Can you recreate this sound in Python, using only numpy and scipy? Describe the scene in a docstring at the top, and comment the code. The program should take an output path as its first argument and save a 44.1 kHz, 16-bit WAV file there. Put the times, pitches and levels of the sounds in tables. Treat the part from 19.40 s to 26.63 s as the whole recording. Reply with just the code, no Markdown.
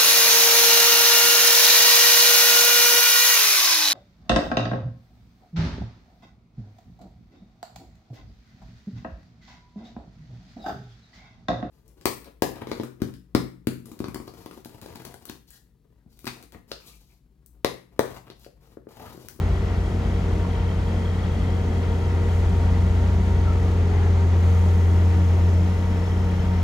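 """A road roller's four-cylinder diesel runs at about 2600 rpm as it creeps across a dirt yard.
Its firings make one loud low note over a rumble, and other low hums beat against that note.
The fan blades whine and rush, the fuel injection ticks, the drive pump hums, and oil hisses
through a valve that opens near 5 seconds. Along the way a loose panel rattles once,
two short squeaks sound and the drum grinds over a rough patch."""
import sys
import numpy as np
from scipy.fft import rfft, irfft, next_fast_len
from scipy.io import wavfile
from scipy.ndimage import map_coordinates

SR = 44100
rng = np.random.default_rng(int(sys.argv[2]) if len(sys.argv) > 2 else 0)


def pcm_store(signal):
    """Save signal as 16-bit PCM."""
    levels = np.round(np.clip(np.atleast_2d(signal), -1, 1) * 32767)
    wavfile.write(sys.argv[1], SR, levels.astype(np.int16).T)


N = 318843
TIME = np.arange(N) / SR  # seconds


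def amp(db):
    """Turns decibels into a number to multiply by."""
    return 10 ** (np.asarray(db) / 20)


def unit(x):
    """Scales a signal to an average (rms) level of 1."""
    return x / np.sqrt(np.mean(x ** 2) + 1e-20)


def along(points, hz):
    """Reads between (Hz, value) points, giving each octave equal room."""
    point_hz, values = np.transpose(points)
    return np.interp(np.log(hz + 1), np.log(point_hz + 1), values)


def curve(points):
    """Joins (seconds, value) points with straight lines."""
    seconds, values = np.transpose(points)
    return np.interp(TIME, seconds, values)


def wobble(rate):
    """A smooth random curve through `rate` new values a second."""
    return map_coordinates(rng.standard_normal(4096), [TIME * rate], mode="wrap")


def ramp(middle_s, length_s):
    """A smooth step from 0 to 1, halfway up at middle_s."""
    progress = np.clip((TIME - middle_s) / length_s + .5, 0, 1)
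    return np.sin(np.pi / 2 * progress) ** 2


def swell(peak_s, half_width_s):
    """A hill that reaches 1 at its peak and is half as high one half-width away."""
    return 1 / (1 + ((TIME - peak_s) / half_width_s) ** 2)


def swells(rows):
    """Adds up (peak seconds, half-width seconds, dB) hills into one gain in dB."""
    return sum(db * swell(peak_s, half_width_s) for peak_s, half_width_s, db in rows)


def filtered(x, response):
    """Changes the level and phase of each frequency in x by response(hz)."""
    size = next_fast_len(N + SR // 2)
    hz = np.fft.rfftfreq(size, 1 / SR)
    return irfft(rfft(x, size) * response(hz), size)[..., :N]


def ringing(x, modes):
    """Makes x ring at each (Hz, width in Hz, dB) resonance; the result has level 1."""
    def response(hz):
        return sum(amp(db) * 1j * hz * width / (pitch ** 2 - hz ** 2 + 1j * hz * width)
                   for pitch, width, db in modes)
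    return unit(filtered(x, response))


def stereo_noise():
    """White noise in two channels: the bass arrives as one, the treble is scattered by the yard."""
    # Each row: frequency in Hz, how alike left and right are (1 means the same).
    likeness = [(25, .96), (60, .99), (110, .98), (200, .92), (380, .68), (600, .55), (900, .6), (1250, .6),
                (1600, .35), (1920, .68), (2200, .38), (2700, .15), (3500, .25), (4200, .52), (5500, .33),
                (6500, .45), (8500, -.1), (15000, 0)]

    def shares(hz):
        angle = np.arccos(np.clip(along(likeness, hz), -1, 1)) / 2
        return np.array([np.cos(angle), np.sin(angle)])
    mid, side = filtered(rng.standard_normal((2, N)), shares)
    return np.array([mid + side, mid - side])


def rush(colour):
    """Stereo noise of level 1, shaped by (Hz, dB) points."""
    return unit(filtered(stereo_noise(), lambda hz: amp(along(colour, hz))))


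def tone(cycles):
    """A sine wave of level 1 that follows a running count of cycles."""
    return np.sqrt(2) * np.sin(2 * np.pi * (cycles + rng.random()))


def exhaust(turns, note_db, even_db=-4):
    """Two firings a turn make the note; unequal cylinders add weaker tones around it."""
    # Each row: pitch as a multiple of the shaft speed, base level in dB.
    side_tones = [(1, -33.5), (1.5, -43), (2.5, -45), (3, -41.5), (3.5, -42.5), (4, -41.5), (5, -42.5),
                  (5.5, -50), (6, -52)]
    note = amp(note_db + 0.27 * wobble(14)) * tone(2 * turns)
    uneven = sum(amp(db + 1.3 * wobble(4)) * tone(multiple * turns + 0.05 * wobble(8))
                 for multiple, db in side_tones)
    evening_out = amp(even_db * ramp(middle_s=4.9, length_s=0.97))  # cylinders even out under load
    return note + evening_out * uneven


def rumble(turns, effort_db, near):
    """Swirling gas leaves the pipe in puffs, one for each firing."""
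    # Each row: frequency in Hz, relative strength in dB.
    colour = [(15, -27), (24, -20), (31, -10), (48, 0.5), (100, 1.5), (150, -5), (195, -2), (260, -6.5),
              (295, -9.5), (370, -6.5), (430, -8.5), (520, -13), (900, -22.5), (2500, -80)]
    puffs = 1 + 0.27 * np.cos(4 * np.pi * turns)
    level_db = -31.5 + 0.065 * effort_db + 1.8 * near
    return amp(level_db) * unit(puffs * rush(colour))


def injection(turns, pitch_hz=3220, scatter_hz=50, knock_db=-54.5):
    """The fuel lines ring with a tick once a turn, and every firing knocks the engine block."""
    # The ticks come through in spells. Each row: peak in seconds, half-width in seconds, gain in dB.
    tick_spells = [(1.8, 1.6, 8.5), (7.0, 0.86, 7)]
    # The block and its covers ring. Each row: pitch in Hz, width in Hz, relative strength in dB.
    block_modes = [(1260, 81, -10), (1935, 93, 13), (2035, 62, 4), (2249, 9.2, 8), (2800, 74, -2)]
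    tick_db = -64.8 + swells(tick_spells) + 1.2 * wobble(12)
    turn = np.floor(turns).astype(int)
    accent_db = 3 * (turn % 4 == 0)
    strength = amp(accent_db + 2.3 * rng.standard_normal(1024)[turn])
    bursts = strength * np.exp(-.5 * ((turns - turn - .5) / .16) ** 2)  # loudest in mid-turn
    ring_hz = pitch_hz + scatter_hz * rng.standard_normal(1024)[turn]
    ticks = unit(bursts * tone(np.cumsum(ring_hz) / SR))
    firings = 2 * turns
    force = amp(2.0 * rng.standard_normal(1024))[firings.astype(int)]
    knocks = force * amp(0.6 * wobble(11)) * np.exp(-1.8 * (firings % 1))
    return amp(tick_db) * ticks + amp(knock_db) * ringing(knocks * stereo_noise(), block_modes)


def fan(effort_db, muffled_db=-5, opening_s=2.9):
    """The fan keeps its own speed; its blades chop uneven air into wavering tones over a broad rush."""
    # Each row: time in seconds, blades passing per second.
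    blade_rate = [(0, 467.61), (0.4, 467.23), (1.2, 465.86), (3, 465.19), (4.5, 464.59), (5.6, 463.89),
                  (7.2, 464.45)]
    # Each row: pitch as a multiple of the blade rate, base level in dB.
    blade_tones = [(1, -43.3), (2, -48.3), (3, -58), (4, -63.5)]
    # The tones swell and dip. Each row: multiple, peak in seconds, half-width in seconds, gain in dB.
    blade_swells = [(1, 0.055, 0.18, -2.5), (1, 2.57, 0.28, 3.5), (1, 3.3, .15, 1.5), (1, 3.8, .08, -5),
                    (1, 4.2, 0.052, 7), (1, 4.88, .07, -4), (1, 5.1, 0.068, 4.5), (2, 1.1, .1, 3),
                    (2, 1.9, .12, -4), (2, 4.55, .2, 4), (2, 4.6, 0.12, -8), (2, 3.98, 0.079, 4),
                    (2, 5.68, 0.13, 1.5), (2, 7.1, 0.092, 3), (2, 6.72, 0.091, 1)]
    # The rushing air. Each row: frequency in Hz, relative strength in dB.
    air_colour = [(150, -38), (400, -4.5), (720, 0.5), (1000, -4.5), (1300, -4.5), (1600, -9), (1950, -7),
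                  (2450, -13), (2850, -14), (4200, -19.5), (5400, -23), (16000, -70)]
    # The overtones start muffled and open up as the machine turns.
    overtone_db = muffled_db * np.clip(1 - TIME / opening_s, 0, 1)
    passes = np.cumsum(curve(blade_rate)) / SR
    whine = 0
    for multiple, db in blade_tones:
        swell_db = swells(row[1:] for row in blade_swells if row[0] == multiple)
        level_db = db + overtone_db * (multiple > 1) + swell_db + wobble(12)
        whine += amp(level_db) * tone(multiple * (passes + 0.015 * wobble(24)))
    # Swirls of air smear the second tone into a narrow band of noise.
    smear = amp(overtone_db - 52) * ringing(stereo_noise(), [(929, 32, 0)])
    air_db = -39 + 0.11 * effort_db + 0.55 * wobble(22) + 0.4 * wobble(130)
    return whine + smear + amp(air_db) * rush(air_colour)


def pump(turns, idle_db=-53.5, ramp_s=.2):
    """The drive pump's nine pistons hum, louder while it works."""
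    # Each row: start in seconds, end in seconds, gain in dB.
    work_spells = [(-.1, 1.0, 10), (2.15, 6.2, 10.5)]
    work_db = sum(db * (ramp(start, ramp_s) - ramp(end, ramp_s)) for start, end, db in work_spells)
    strokes = 9 * turns + 0.17 * wobble(3)
    level_db = idle_db + work_db + 0.85 * wobble(5.3)
    return amp(level_db) * (tone(strokes) + amp(-12) * tone(2 * strokes))


def valve(turns, near, opens_s=4.98, shut_singing_db=-69, open_singing_db=-57.6):
    """Oil hisses and whistles through a narrow valve, which opens with a bright jet and then sings."""
    # The oil's hiss and the open valve's jet. Each row: frequency in Hz, relative strength in dB.
    hiss_colour = [(1500, -25), (3500, -5), (4400, 0), (5000, -3), (5600, -2), (6300, 2.5), (8000, -2),
                   (9000, -7.5), (10200, -5), (11500, -6), (13000, -13), (15500, -15)]
    jet_colour = [(5000, -30), (5600, -14), (6000, 1), (6500, 3), (7500, -.5), (9000, -5.5), (11000, -3.5),
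                  (13000, -8), (15500, -10)]
    # The hiss surges. Each row: peak in seconds, half-width in seconds, gain in dB.
    hiss_swells = [(2.96, 0.05, 2.5), (3.25, .2, 0.5)]
    # The valve rings, open and narrowed. Each row: pitch in Hz, width in Hz, relative strength in dB.
    singing_modes = [(5368, 52, 0), (5920, 70, -9), (6125, 50, -6), (7050, 60, -10)]
    whistle_modes = [(6125, 50, 0), (6600, 200, -3)]
    open_for_s = np.maximum(TIME - opens_s, 0)
    relief_db = -11.5 * (1 - np.exp(-open_for_s / 0.36))  # the open valve lets the pressure go
    hiss_db = -56.5 + 1.5 * near + swells(hiss_swells) + relief_db + 0.43 * wobble(14)
    hiss = amp(hiss_db) * rush(hiss_colour)
    settling = np.exp(-open_for_s / 5)
    jet = amp(-54) * ramp(opens_s, length_s=.28) * settling * rush(jet_colour)
    singing_db = open_singing_db + (shut_singing_db - open_singing_db) * np.exp(-open_for_s / 0.42)
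    singing = amp(singing_db + 1.4 * wobble(12)) * ringing(stereo_noise(), singing_modes)
    whistle = amp(-61) * swell(peak_s=5.0, half_width_s=1.5) * ringing(stereo_noise(), whistle_modes)
    pulsing = 1 + 0.089 * np.cos(2 * np.pi * turns)
    return pulsing * (hiss + jet + singing + whistle)


def hums(waver_db=1.5, slip_cycles=0.023):
    """Wavering hums come and go; the lowest beat against the exhaust note."""
    # Each row: peak in seconds, half-width in seconds, pitch in Hz, drift in Hz a second, level in dB.
    hum_swells = [(1.18, 1.5, 54.8, -0.5, -30), (0.23, 0.94, 58.4, 0.8, -30.5),
                  (3.72, 0.72, 59.7, 0.85, -25), (0.72, 0.26, 395, 0.5, -41), (0.87, 0.73, 313, 0, -44),
                  (5.75, 0.56, 308.5, -1, -40.5), (4.5, 0.35, 311, -3, -43), (6.9, 0.49, 313, -1, -47),
                  (4.52, 0.23, 411.8, -4, -39.5), (5.45, 0.21, 407, -5.5, -41),
                  (7.1, 0.76, 56.5, -0.5, -32), (0.86, 0.86, 623, -0.5, -56.5), (6.2, .3, 627, -0.5, -54),
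                  (2.2, .35, 268, -2, -43.5), (0.15, .11, 139, 0, -35), (4.5, .35, 258, 0, -43),
                  (.58, .1, 222, 0, -36.5), (1.6, .08, 222, 0, -36.5)]
    out = np.zeros(N)
    for peak_s, half_width_s, hz, drift, db in hum_swells:
        cycles = np.cumsum(hz + drift * (TIME - peak_s)) / SR
        loudness = amp(db + waver_db * wobble(10)) * swell(peak_s, half_width_s)
        out += loudness * tone(cycles + slip_cycles * wobble(9.1))
    return out


def drone(pitch_hz=182.4, throb_hz=4.7, growth_db_per_s=1.09):
    """A throbbing drone slowly grows, just over an octave above the exhaust note."""
    # Each row: peak in seconds, half-width in seconds, gain in dB.
    drone_swells = [(.85, 0.33, 3.5), (2.08, 0.061, 5), (3.38, 0.059, 6), (3.8, 0.064, 10),
                    (5.25, .08, 2.5), (5.8, 0.087, 6), (6.23, 0.054, 6), (6.9, 0.052, 5), (7.1, 0.04, 4.5)]
    throb = 1 + 0.16 * np.sin(2 * np.pi * (throb_hz * TIME + 0.25 * wobble(1.6)))
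    level_db = -40.5 + growth_db_per_s * TIME + swells(drone_swells) + wobble(10)
    return throb * amp(level_db) * tone(pitch_hz * TIME + 0.1 * wobble(12))


def loose_panel(attack_s=.004, decay_s=.022):
    """A blow makes a loose panel give a short dull rattle."""
    # Each row: start in seconds, strength in dB.
    blows = [(1.045, -36)]
    # The panel rings. Each row: pitch in Hz, width in Hz, relative strength in dB.
    panel_modes = [(825, 250, -2), (1040, 260, 0)]
    loudness = np.zeros(N)
    for start_s, db in blows:
        age_s = np.maximum(TIME - start_s, 0)
        loudness += amp(db) * (1 - np.exp(-age_s / attack_s)) * np.exp(-age_s / decay_s)
    rattle = ringing(stereo_noise(), panel_modes)
    return loudness * ringing(rattle, panel_modes)  # a second pass narrows the ring


def squeaks(rough_cycles=0.18):
    """Brief rough squeaks slide in pitch as they swell and fade."""
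    # Each row: start in seconds, length in seconds, first and last pitch in Hz, peak level in dB.
    slides = [(4.042, 0.104, 1375, 1300, -38.5), (4.6, .1, 1650, 1720, -46)]
    out = np.zeros(N)
    for start_s, length_s, first_hz, last_hz, db in slides:
        progress = np.clip((TIME - start_s) / length_s, 0, 1)
        cycles = np.cumsum(first_hz + (last_hz - first_hz) * progress) / SR
        out += amp(db) * np.sin(np.pi * progress) * tone(cycles + rough_cycles * wobble(110))
    return out


def dirt(level_db=-42, grain_db=3):
    """The drum grinds briefly over a rougher patch of dirt."""
    # Each row: frequency in Hz, relative strength in dB.
    colour = [(300, -24), (550, -13), (800, 9), (1100, -6), (1700, -10), (2800, -14), (5000, -31),
              (10000, -49)]
    grinding = unit(amp(grain_db * wobble(200)) * rush(colour))
    return amp(level_db) * swell(peak_s=4.57, half_width_s=0.23) * grinding


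def left_and_right(x):
    """The machine is to the right, so its low sounds get there first; the left is a little brighter."""
    # Each row: frequency in Hz, how much louder the left is in dB.
    balance = [(60, 1.3), (150, .7), (250, 1.1), (350, -.3), (470, 0), (670, 3.3), (920, -1), (1100, 1.5),
               (1300, 1), (1550, 3.2), (1950, 1.8), (2500, 4), (3000, 3.8), (3220, 5.8), (3600, 3.2),
               (4700, 2), (5600, -.7), (8000, 0)]
    # Each row: frequency in Hz, how far ahead the left wave is in radians.
    lead = [(60, -.08), (200, -.15), (380, 0), (470, -.3), (620, -.5), (770, -.95), (920, -.5), (1200, -.7),
            (1380, -.4), (1750, -1.6), (2050, -1.05), (2300, -1.3), (2800, .5), (3220, 1.45), (3700, 0),
            (4200, .1), (4800, .9), (5500, 0)]
    side = np.array([[.5], [-.5]])
    return filtered(x, lambda hz: amp(side * along(balance, hz)) * np.exp(1j * side * along(lead, hz)))


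def scene():
    """One turning shaft times the engine and pump; rumble and hiss swell as the roller passes closest."""
    # The engine's effort, heard in its exhaust note. Each row: time in seconds, level in dB.
    note_levels = [(0.1, -22.5), (0.39, -26), (1.1, -24.5), (2.09, -24), (3.24, -19.5), (4.39, -19.5),
                   (5.09, -16), (6.18, -17), (6.42, -22), (7.05, -21), (7.22, -19.5)]
    # The engine's speed is held, but sags a little under load. Each row: time in seconds, firings a second.
    firing_rate = [(0.1, 87.09), (0.55, 87.91), (1, 87.39), (1.8, 87.43), (2.5, 86.57), (3.6, 86.59),
                   (4.3, 87.15), (5, 86.49), (5.9, 86.76), (6.5, 88.05), (7.2, 87.3)]
    note_db = curve(note_levels)
    effort_db = note_db - note_db.mean()
    near = swell(peak_s=3.1, half_width_s=1.5)
    turns = np.cumsum(curve(firing_rate) / 2) / SR  # running count of shaft turns
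    engine = exhaust(turns, note_db) + rumble(turns, effort_db, near) + injection(turns) + fan(effort_db)
    machine = engine + pump(turns) + valve(turns, near) + hums() + drone()
    return left_and_right(machine + squeaks() + loose_panel() + dirt())


def record(dry, top_hz=15800):
    """Cuts away the very highest treble."""
    return filtered(dry, lambda hz: hz < top_hz)


dry = scene()
out = record(dry)
pcm_store(out)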